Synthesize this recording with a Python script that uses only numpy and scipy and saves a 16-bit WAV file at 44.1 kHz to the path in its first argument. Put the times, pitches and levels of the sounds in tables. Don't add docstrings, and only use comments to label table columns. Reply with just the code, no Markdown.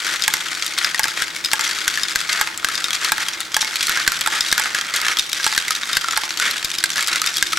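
import sys
import numpy as np
from scipy import signal
from scipy.fft import rfft, irfft
from scipy.io import wavfile
from scipy.ndimage import uniform_filter1d

SR = 44100
rng = np.random.default_rng(int(sys.argv[2]) if len(sys.argv) > 2 else 0)


def transcribe(signal):
    frames = np.atleast_2d(signal).T
    limited = np.clip(frames, -1, 1)
    pcm = np.round(limited * 32767).astype(np.int16)
    wavfile.write(sys.argv[1], SR, pcm)


N = 334278
TIME = np.arange(N) / SR
RING_TIME = np.arange(int(.06 * SR)) / SR

# start_s, level_db, chute_db, pan_db (always left minus right)
DROPS = [(0.2793, -19, -23, -1), (0.9941, -21, -22, 1), (1.5329, -19, -21.5, -1), (2.4125, -21, -25, -1),
         (3.1199, -18.5, -23, 0), (3.5663, -20.5, -21.5, -1.5), (4.2741, -24.5, -22.5, -5),
         (4.5968, -26.5, -25.5, -8), (5.465, -21.5, -21.5, -2), (6.1743, -23, -22.5, -5)]
# start_s, level_db, hardness_db, pitch_hz, thump_db, pan_db
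KNOCKS = [(0.3381, -18.5, -0.5, 1590, -40, 0.5), (1.0413, -18, -6, 1640, -55, 4.5),
          (1.221, -19.5, -6, 1610, -42, 6.5), (1.8787, -15, -5, 1550, -36, 3),
          (2.1583, -17.5, -2.5, 1575, -33, 5), (2.6458, -14.5, -8, 1564, -36, 2.5),
          (3.8948, -20, -3, 1400, -37, -1), (4.0768, -11, -6.5, 1560, -26.5, -2),
          (4.5264, -13.5, -4, 1645, -35, 0), (5.5774, -14, -7, 1580, -36, 2),
          (5.9692, -14, -5, 1577, -34, 3), (6.6474, -43.5, 19, 1570, -36, 0),
          (6.8392, -14.5, -3, 1600, -44, -1.5), (7.4256, -14, -4, 1610, -33, 0)]
# start_s, level_db, hardness_db, pitch_hz, pan_db
TAPS = [(0.0665, -22, -1, 1440, 6), (0.9457, -19, -2, 1880, 4), (1.082, -20, -1, 1336, 1),
        (1.363, -24.5, 1.5, 2250, 3), (1.9742, -18, -6, 1730, 2), (2.6867, -22.5, 3, 1315, 0),
        (3.6463, -20.5, -1, 2170, -1), (3.9735, -17, -4, 1620, 0), (4.0651, -23, -3, 1760, -5),
        (4.1196, -21, 4, 1390, 0.5), (4.2613, -18.5, 0, 1360, 0), (4.579, -15, 0, 1456, 2),
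        (4.7477, -18.5, 2.5, 1650, 1), (4.9393, -20, 2, 2050, -1), (5.0153, -20.5, 2, 2130, 0),
        (5.0656, -21.5, 0, 1740, 0), (5.399, -21.5, -10, 1600, 1), (5.563, -22, 0, 1770, 2),
        (5.6817, -18.5, -3, 2010, 0), (5.7071, -17, 4, 1277, 2), (6.044, -20, -10, 1380, 2),
        (6.0847, -17.5, -5, 1325, 0), (6.1082, -38, -30, 1330, 1), (6.123, -29, 0, 1360, 1),
        (6.1331, -19, -12, 1320, 2), (6.399, -18.5, 2.5, 1470, 0), (6.9583, -24.5, 4, 1670, 0),
        (6.9805, -19.5, 0, 1720, 1), (7.0261, -23.5, 7, 2220, 3), (7.1581, -20.5, 6, 2010, 0),
        (7.2171, -19, 6.5, 1280, 0), (7.532, -16, -2, 1300, 0.5), (7.5732, -19.5, -3, 1420, 3)]
# start_s, level_db, upper_mode_db (relative to the lower), pan_db
CLINKS = [(0.222, -17.5, 0, 8), (0.8457, -16.5, 8, 0), (1.0328, -16, 16, 1), (1.4472, -15.5, 5, 3.5),
          (1.4583, -18.5, 6, 2), (2.0335, -15.5, 0, 5), (2.754, -19, 2, 4), (2.842, -16.5, -9, 3),
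          (3.6198, -21, -9, 7), (4.4076, -12, -1, 3), (4.5149, -15.5, -6, 4), (5.1874, -15, -3, 5),
          (5.1945, -11.5, -7, -1), (5.9312, -16, -5, 7), (5.9524, -22, -12, 0.5), (6.646, -17, -1, 4),
          (6.7845, -16, 3, 1), (7.2726, -17.5, -3, 8)]
# start_s, level_db, brightness_db, pitch_hz, pan_db
SNAPS = [(0.238, -16, 1.5, 3360, -1), (0.6235, -18, -5, 4600, 2), (0.664, -23, 8, 3700, 4),
         (0.779, -21, -8, 3670, 3), (0.7852, -16, 2, 4300, 3), (0.8459, -16, -8.5, 5000, 3.5),
         (1.5157, -21, -3, 4370, 8), (1.6097, -20, 2, 7230, 8), (1.6439, -22, -1.5, 3730, 3),
         (2.213, -22, -4, 5000, 3), (2.2942, -21, -6, 4300, 4), (2.3202, -27, -3, 5870, 10),
         (2.33, -19.5, 4, 3420, 2), (2.5757, -29.5, 12.5, 7540, 4), (2.778, -21.5, -6, 4840, 4),
         (2.9062, -20, -0.5, 3310, 3), (2.9478, -22, -4, 7200, 6), (3.0466, -14.5, 1, 4300, 4),
         (3.2849, -19.5, 3, 3220, 3), (3.4046, -31.5, 15, 3580, 10), (3.5435, -14.5, -1, 3310, 2),
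         (3.7572, -17, 1.5, 4450, 3), (3.8083, -18, -4.5, 3320, 2), (3.8298, -20, 6, 2490, 2),
         (3.869, -19, 7, 4380, 1), (4.191, -27, 1, 7800, 0), (4.21, -20.5, 8.5, 3320, 3),
         (4.2147, -19.5, -6, 3280, -3), (4.8115, -20, 0, 3260, -1), (4.962, -25, 13, 3340, 3),
         (5.0824, -15.5, -1, 3150, 1), (5.1706, -18, -3, 3280, 1), (5.3303, -16, 2, 3760, 2),
         (5.443, -14.5, -1, 5850, 0), (6.1092, -19.5, -2, 7040, 3), (5.296, -25, 3, 3750, 2),
         (5.8327, -24, -10, 3750, 3), (6.165, -21, -9, 4270, 1), (6.3062, -22.5, -4, 4370, 4),
         (6.3735, -20.5, 1, 4440, 5), (6.5107, -20, 4.5, 4170, -1), (7.0075, -23, 3.5, 7400, 0),
         (7.0822, -22, 8, 4630, 0), (7.0735, -21, 8, 5100, 2), (7.129, -22, -3, 4070, -0.5),
         (7.2622, -18.5, 6, 3620, 3), (7.3692, -16.5, 4, 3320, 0), (7.382, -19.5, 3, 3800, 3)]

# body_db, click_db, crack_db
DROP_BANDS_DB = [3, 2, 3]
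BOUNCE_BANDS_DB = [-2, -6.5, -12.5]
KNOCK_BANDS_DB = [-10.5, 1.5, 0]
TAP_BANDS_DB = [-6.5, -3.5, -9]
SNAP_BANDS_DB = [-10, -3, -10.5]
CLINK_BANDS_DB = [-20.5, -6.5, -12]
BODY_TOP_HZ, CLICK_TOP_HZ = 2500, 6000
# frequency_hz, gain_db
BRICK_SPECTRUM = [(300, -19.5), (700, -25), (1000, -10), (1300, -1.5), (1700, -2.5), (2200, -2.5),
                  (2800, -7), (3800, -3.5), (5000, -4.5), (6300, -2.5), (7500, 5), (9000, -0.5),
                  (13000, -3), (16000, -23)]
RATTLE_SPECTRUM = [(300, -21), (750, -14), (1000, -9), (1300, 3), (1700, 2.5), (2200, 1.5), (2800, -1),
                   (3800, 1), (5000, -1.5), (7500, -2.5), (9000, -8), (13000, -15), (16000, -47)]

# time_s, rolling_db, rattling_db
BUSTLE = [(0, -31.5, -28), (0.97, -34.5, -31), (1.251, -32, -29.5), (1.33, -38, -35), (1.72, -30, -26.5),
          (2.43, -33, -29), (2.56, -38, -41), (2.7, -30, -29.5), (3.42, -33.5, -31), (3.49, -46, -39),
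          (3.56, -32, -29), (4.6, -30.5, -29.5), (4.88, -30.5, -32.5), (5.13, -29, -32.5), (5.3, -43, -29),
          (5.36, -31.5, -28.5), (6.3, -34.5, -29.5), (7.57, -37, -27)]
# time_s, pan_db
BUSTLE_PAN = [(0, 3.5), (2.8, 2), (4, 1), (5.3, 0), (7.5, 1)]
# start_s, length_s, midway_level_db
ROLLS = [(0.04, .11, -27), (0.45, .08, -32), (0.77, 0.11, -27.5), (1.16, 0.064, -28), (1.59, 0.11, -29.5),
         (2.28, .14, -25.5), (3.01, 0.089, -26), (3.19, 0.048, -27.5), (3.87, .14, -25.5),
         (4.31, .07, -24.5), (4.56, .11, -27), (4.74, .05, -27), (4.93, .06, -26.5), (5.02, 0.098, -24),
         (5.88, .07, -29), (6.1, 0.11, -36), (6.405, .08, -22), (6.5, 0.063, -30), (6.95, .07, -25.5),
         (7.07, 0.1, -25.5), (7.23, .06, -27)]
# start_s, length_s, level_db
CHATTERS = [(0.6, 0.1, -31.5), (0.79, .07, -41), (1.63, 0.057, -26.5), (2.92, 0.03, -23),
            (3.6, 0.036, -20.5), (3.8, .05, -20.5), (4.41, .08, -27), (4.93, 0.033, -24), (5.41, 0.16, -26),
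            (5.72, 0.03, -26), (6.69, 0.073, -29.5), (6.88, 0.053, -24), (7.455, 0.015, -24.5)]
RAMP_HZ = [1297, 1485, 1470, 1696, 1865, 2144]
LEVER_HZ = [3328, 3757, 4463, 5010, 5754]

# pitch_hz, level_db, width_hz
HUM_PARTIALS = [(162.7, -65, 4.3), (332.4, -58, 19)]
# time_s, hum_gain_db
MOTOR_LOAD = [(0, 6.5), (1, 6), (3, 7), (4.3, 4), (6, 1), (7.5, 9)]
# frequency_hz, gain_db
WHIR_SPECTRUM = [(20, -35), (60, -3), (130, -5), (350, 0), (580, -2.5), (900, 1), (1500, 4.5), (2800, 0.5),
                 (4000, 1.5), (7500, -6.5), (15000, -19)]
# frequency_hz, left_lead_rad
STEREO_PHASE = [(0, 0), (260, -0.6), (780, -0.7), (2500, -0.3), (3010, -0.3), (6030, 0.0), (13700, 0.0),
                (16000, -0.1)]


def chute():
    out = np.zeros((2, N))
    first_flight_s, second_flight_s = .061, .027
    chute_modes = part_ring(874.6, t60=.06) + from_db(-7.5) * part_ring(1077, t60=.097)
    landings, bounces = contacts(len(DROPS)), contacts(len(DROPS))
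    for (start_s, level_db, chute_db, pan_db), first, second in zip(DROPS, landings, bounces):
        landing = blow(first, DROP_BANDS_DB) + from_db(-1) * part_ring(1640, t60=.094)
        bounce = blow(second, BOUNCE_BANDS_DB) + from_db(-12) * part_ring(2060, t60=.094)
        tock = from_db(chute_db) * chute_modes * panned(-1)
        gain = from_db(level_db) * panned(pan_db)
        rebound = gain * bounce + from_db(-8.5) * tock
        add(out, start_s, gain * landing + tock)
        add(out, start_s + first_flight_s, rebound)
        add(out, start_s + first_flight_s + second_flight_s, from_db(-11) * rebound)
    return out


def knocks():
    out = np.zeros((2, N))
    for (start_s, level_db, hardness_db, pitch_hz, _, pan_db), bands in zip(KNOCKS, contacts(len(KNOCKS))):
        note = part_ring(pitch_hz, t60=.027) - from_db(-6.5) * part_ring(1.3 * pitch_hz, t60=.027)
        knock = blow(bands, KNOCK_BANDS_DB, hardness_db) + from_db(-.5) * blow_one(note)
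        add(out, start_s, from_db(level_db) * knock * panned(pan_db))
    return out


def taps():
    out = np.zeros((2, N))
    for (start_s, level_db, hardness_db, pitch_hz, pan_db), bands in zip(TAPS, contacts(len(TAPS))):
        tap = blow(bands, TAP_BANDS_DB, hardness_db) + from_db(-2.5) * part_ring(pitch_hz, t60=.05)
        add(out, start_s, from_db(level_db) * tap * panned(pan_db))
    return out


def clinks():
    out = np.zeros((2, N))
    lower, upper = part_ring(3703, t60=.033), part_ring(5040, t60=.033)
    for (start_s, level_db, upper_mode_db, pan_db), bands in zip(CLINKS, contacts(len(CLINKS))):
        ping = blow_one(lower + from_db(upper_mode_db) * upper)
        clink = blow(bands, CLINK_BANDS_DB) + from_db(-3) * ping
        add(out, start_s, from_db(level_db) * clink * panned(pan_db))
    return out


def snaps():
    out = np.zeros((2, N))
    for (start_s, level_db, brightness_db, pitch_hz, pan_db), bands in zip(SNAPS, contacts(len(SNAPS))):
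        click = from_db(-brightness_db) * blow(bands, SNAP_BANDS_DB, 2 * brightness_db)
        ring = from_db(-6) * part_ring(pitch_hz, t60=.042)
        add(out, start_s, from_db(level_db) * (click + ring) * panned(pan_db))
    return out


def contacts(count):
    body = crowded_modes(BRICK_SPECTRUM, t60=.017, snap_db=2, tail_db=-11, side_db=-16, count=count)
    click = crowded_modes(BRICK_SPECTRUM, t60=.015, snap_db=0, tail_db=-12, side_db=-15, count=count)
    crack = crowded_modes(BRICK_SPECTRUM, t60=.012, snap_db=4, tail_db=-10, side_db=-16, count=count)
    body = cut(body, BODY_TOP_HZ, "low")
    click = cut(click, [BODY_TOP_HZ, CLICK_TOP_HZ], "band")
    crack = cut(crack, CLICK_TOP_HZ, "high")
    return [[blow_one(band) for band in bands] for bands in zip(body, click, crack)]


def blow(bands, bands_db, hardness_db=0):
    return sum(from_db(band_db + share * hardness_db) * band
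               for band, band_db, share in zip(bands, bands_db, (0, .5, 1)))


def crowded_modes(spectrum, t60, snap_db, tail_db, side_db, count):
    decay = from_db(snap_db) * fade(.0025) + fade(t60) + from_db(tail_db) * fade(.05)
    return colour(stereo_noise((count, len(RING_TIME)), side_db) * decay, spectrum)


def part_ring(hz, t60):
    return blow_one(cut(mode(hz, t60), .6 * hz, "high", order=2))


def table():
    out = np.zeros((2, N))
    thump = blow_one(mode(170, t60=.025) + from_db(6) * mode(340, t60=.015))
    sway = blow_one(mode(38.5, t60=.059))
    # start_s, level_db, sway_db; a drop rocks the table more
    blows = [(start_s, thump_db, -7.5) for start_s, _, _, _, thump_db, _ in KNOCKS]
    blows += [(start_s, level_db - 32, 8.5) for start_s, level_db, *_ in DROPS]
    blows += [(start_s, level_db - 27.5, -7.5) for start_s, level_db, *_ in CLINKS]
    for start_s, level_db, sway_db in blows:
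        add(out, start_s, from_db(level_db - .5) * (thump + from_db(sway_db) * sway))
    return out


def bustle():
    time_s, rolling_db, rattling_db = np.transpose(BUSTLE)
    runs = swells(ROLLS, gain_db_per_s=9)
    treble_bursts = np.hypot(swells(CHATTERS), from_db(-3) * runs)
    rolling_gain = np.hypot(from_db(np.interp(TIME, time_s, rolling_db)), runs)
    rattling_gain = np.hypot(from_db(np.interp(TIME, time_s, rattling_db)), treble_bursts)
    speed = rolling_gain / rolling_gain.mean()
    rolling = rattle(RAMP_HZ, ring_db=-5, per_s=460 * speed ** 1.7)
    levers = rattle(LEVER_HZ, ring_db=-4.5, per_s=320 * speed ** .7)
    low = cut(levers + from_db(1) * rolling, BODY_TOP_HZ, "low")
    low = cut(low, 169, "high", order=2)
    high = cut(levers + from_db(-7.5) * rolling, BODY_TOP_HZ, "high")
    return rolling_gain * evened(low, .04) + rattling_gain * evened(high, .1)


def rattle(rings_hz, ring_db, per_s, spread_db=4.5, count=180):
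    out = np.zeros((2, N))
    parts = crowded_modes(RATTLE_SPECTRUM, t60=.023, snap_db=-1, tail_db=-16, side_db=-13, count=count)
    slots = 12000
    for when, chance, size, which, detune, place in rng.random((slots, 6)):
        if chance < per_s[int(when * N)] * N / SR / slots:
            part = int(which * count)
            pitch_hz = rings_hz[part % len(rings_hz)] * (1 + .08 * (detune - .5))
            contact = blow_one(parts[part]) + from_db(ring_db) * blow_one(mode(pitch_hz, t60=.03))
            strength = from_db(spread_db * min(-np.log(1 - size), 3.2))
            add(out, when * N / SR, strength * contact * panned(6 * (place - .5)))
    return out


def swells(rows, gain_db_per_s=0, attack_s=.014, release_s=.02):
    t, power = TIME[::40], 0
    for start_s, length_s, level_db in rows:
        age = t - start_s
        gate = np.clip(age / attack_s, 0, 1) * np.exp(-np.maximum(age - length_s, 0) / release_s)
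        growth_db = gain_db_per_s * (np.clip(age, 0, length_s) - length_s / 2)
        power = power + (gate * from_db(level_db + growth_db)) ** 2
    return np.interp(TIME, t, np.sqrt(power))


def motor():
    hum = 0
    for pitch_hz, level_db, width_hz in HUM_PARTIALS:
        pole = np.exp(-2 * np.pi * width_hz / SR)
        noise = rng.standard_normal(N) + 1j * rng.standard_normal(N)
        waver = signal.lfilter([1], [1, -2 * pole, pole * pole], noise)
        hum = hum + from_db(level_db) * rms_one(np.real(waver * np.exp(2j * np.pi * pitch_hz * TIME)))
    whir = from_db(-36) * rms_one(colour(stereo_noise((N,), side_db=-13), WHIR_SPECTRUM))
    load_gain = from_db(np.interp(TIME, *np.transpose(MOTOR_LOAD)))
    return whir + hum * load_gain * panned(-1.4)


def room(x, echo_s, echo_db, tail_db, t60):
    t = np.arange(SR // 2) / SR
    tail = cut(rng.standard_normal((2, len(t))), 4700, "low", order=1)
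    tail = tail * from_db(-60 * t / t60) * (t > echo_s)
    tail = from_db(tail_db) * tail / np.sqrt(np.sum(tail ** 2) / 2)
    echo = np.zeros((2, N))
    add(echo, echo_s, from_db(echo_db) * cut(x, 2300, "low", order=1))
    return x + echo + signal.fftconvolve(x, tail, axes=-1)[:, :N]


def mode(hz, t60):
    return np.sin(2 * np.pi * hz * RING_TIME) * fade(t60)


def fade(t60):
    return from_db(-60 * RING_TIME / t60)


def stereo_noise(shape, side_db):
    mid, side = rng.standard_normal((2,) + shape)
    return np.stack([mid + from_db(side_db) * side, mid - from_db(side_db) * side], axis=-2)


def colour(x, spectrum, size=4096):
    hz, level_db = np.transpose(spectrum)
    bins_hz = np.arange(size // 2 + 1) * SR / size
    gain = from_db(np.interp(np.log(bins_hz + 1), np.log(hz), level_db))
    cepstrum = irfft(np.log(gain))
    cepstrum[1:size // 2] *= 2
    cepstrum[size // 2 + 1:] = 0
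    response = irfft(np.exp(rfft(cepstrum)))[:size // 2]
    response = response.reshape((1,) * (x.ndim - 1) + (-1,))
    return signal.fftconvolve(x, response, axes=-1)[..., :x.shape[-1]]


def cut(x, hz, kind, order=4):
    return signal.sosfilt(signal.butter(order, hz, kind, fs=SR, output="sos"), x)


def evened(x, seconds):
    power, width = np.mean(x ** 2, axis=0), int(seconds * SR)
    return x / np.sqrt(uniform_filter1d(uniform_filter1d(power, width), width) + 1e-9)


def blow_one(x):
    return x / np.sqrt(np.mean(x[..., :SR // 100] ** 2) + 1e-20)


def rms_one(x):
    return x / np.sqrt(np.mean(x ** 2) + 1e-20)


def panned(pan_db):
    return from_db(pan_db * np.array([[.5], [-.5]]))


def from_db(db):
    return 10 ** (np.asarray(db) / 20)


def add(track, start_s, sound):
    start = int(start_s * SR)
    track[:, start:start + sound.shape[-1]] += sound[..., :max(N - start, 0)]


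def scene():
    impacts = chute() + knocks() + taps() + clinks() + snaps() + table()
    machine = impacts + bustle() * panned(np.interp(TIME, *np.transpose(BUSTLE_PAN)))
    return room(machine, echo_s=.0087, echo_db=-18, tail_db=-17.5, t60=.82) + motor()


def record(dry):
    ceiling, cutoff_hz = 1.05, 16400
    hz = np.arange(N // 2 + 1) * SR / N
    left_lead_rad = np.interp(hz, *np.transpose(STEREO_PHASE))
    shifted = irfft(rfft(dry) * np.exp(.5j * left_lead_rad * [[1], [-1]]), N)
    limited = shifted / (1 + np.abs(shifted / ceiling) ** 6) ** (1 / 6)
    return signal.sosfilt(signal.ellip(10, .2, 70, cutoff_hz, fs=SR, output="sos"), limited)


dry = scene()
out = record(dry)
transcribe(out)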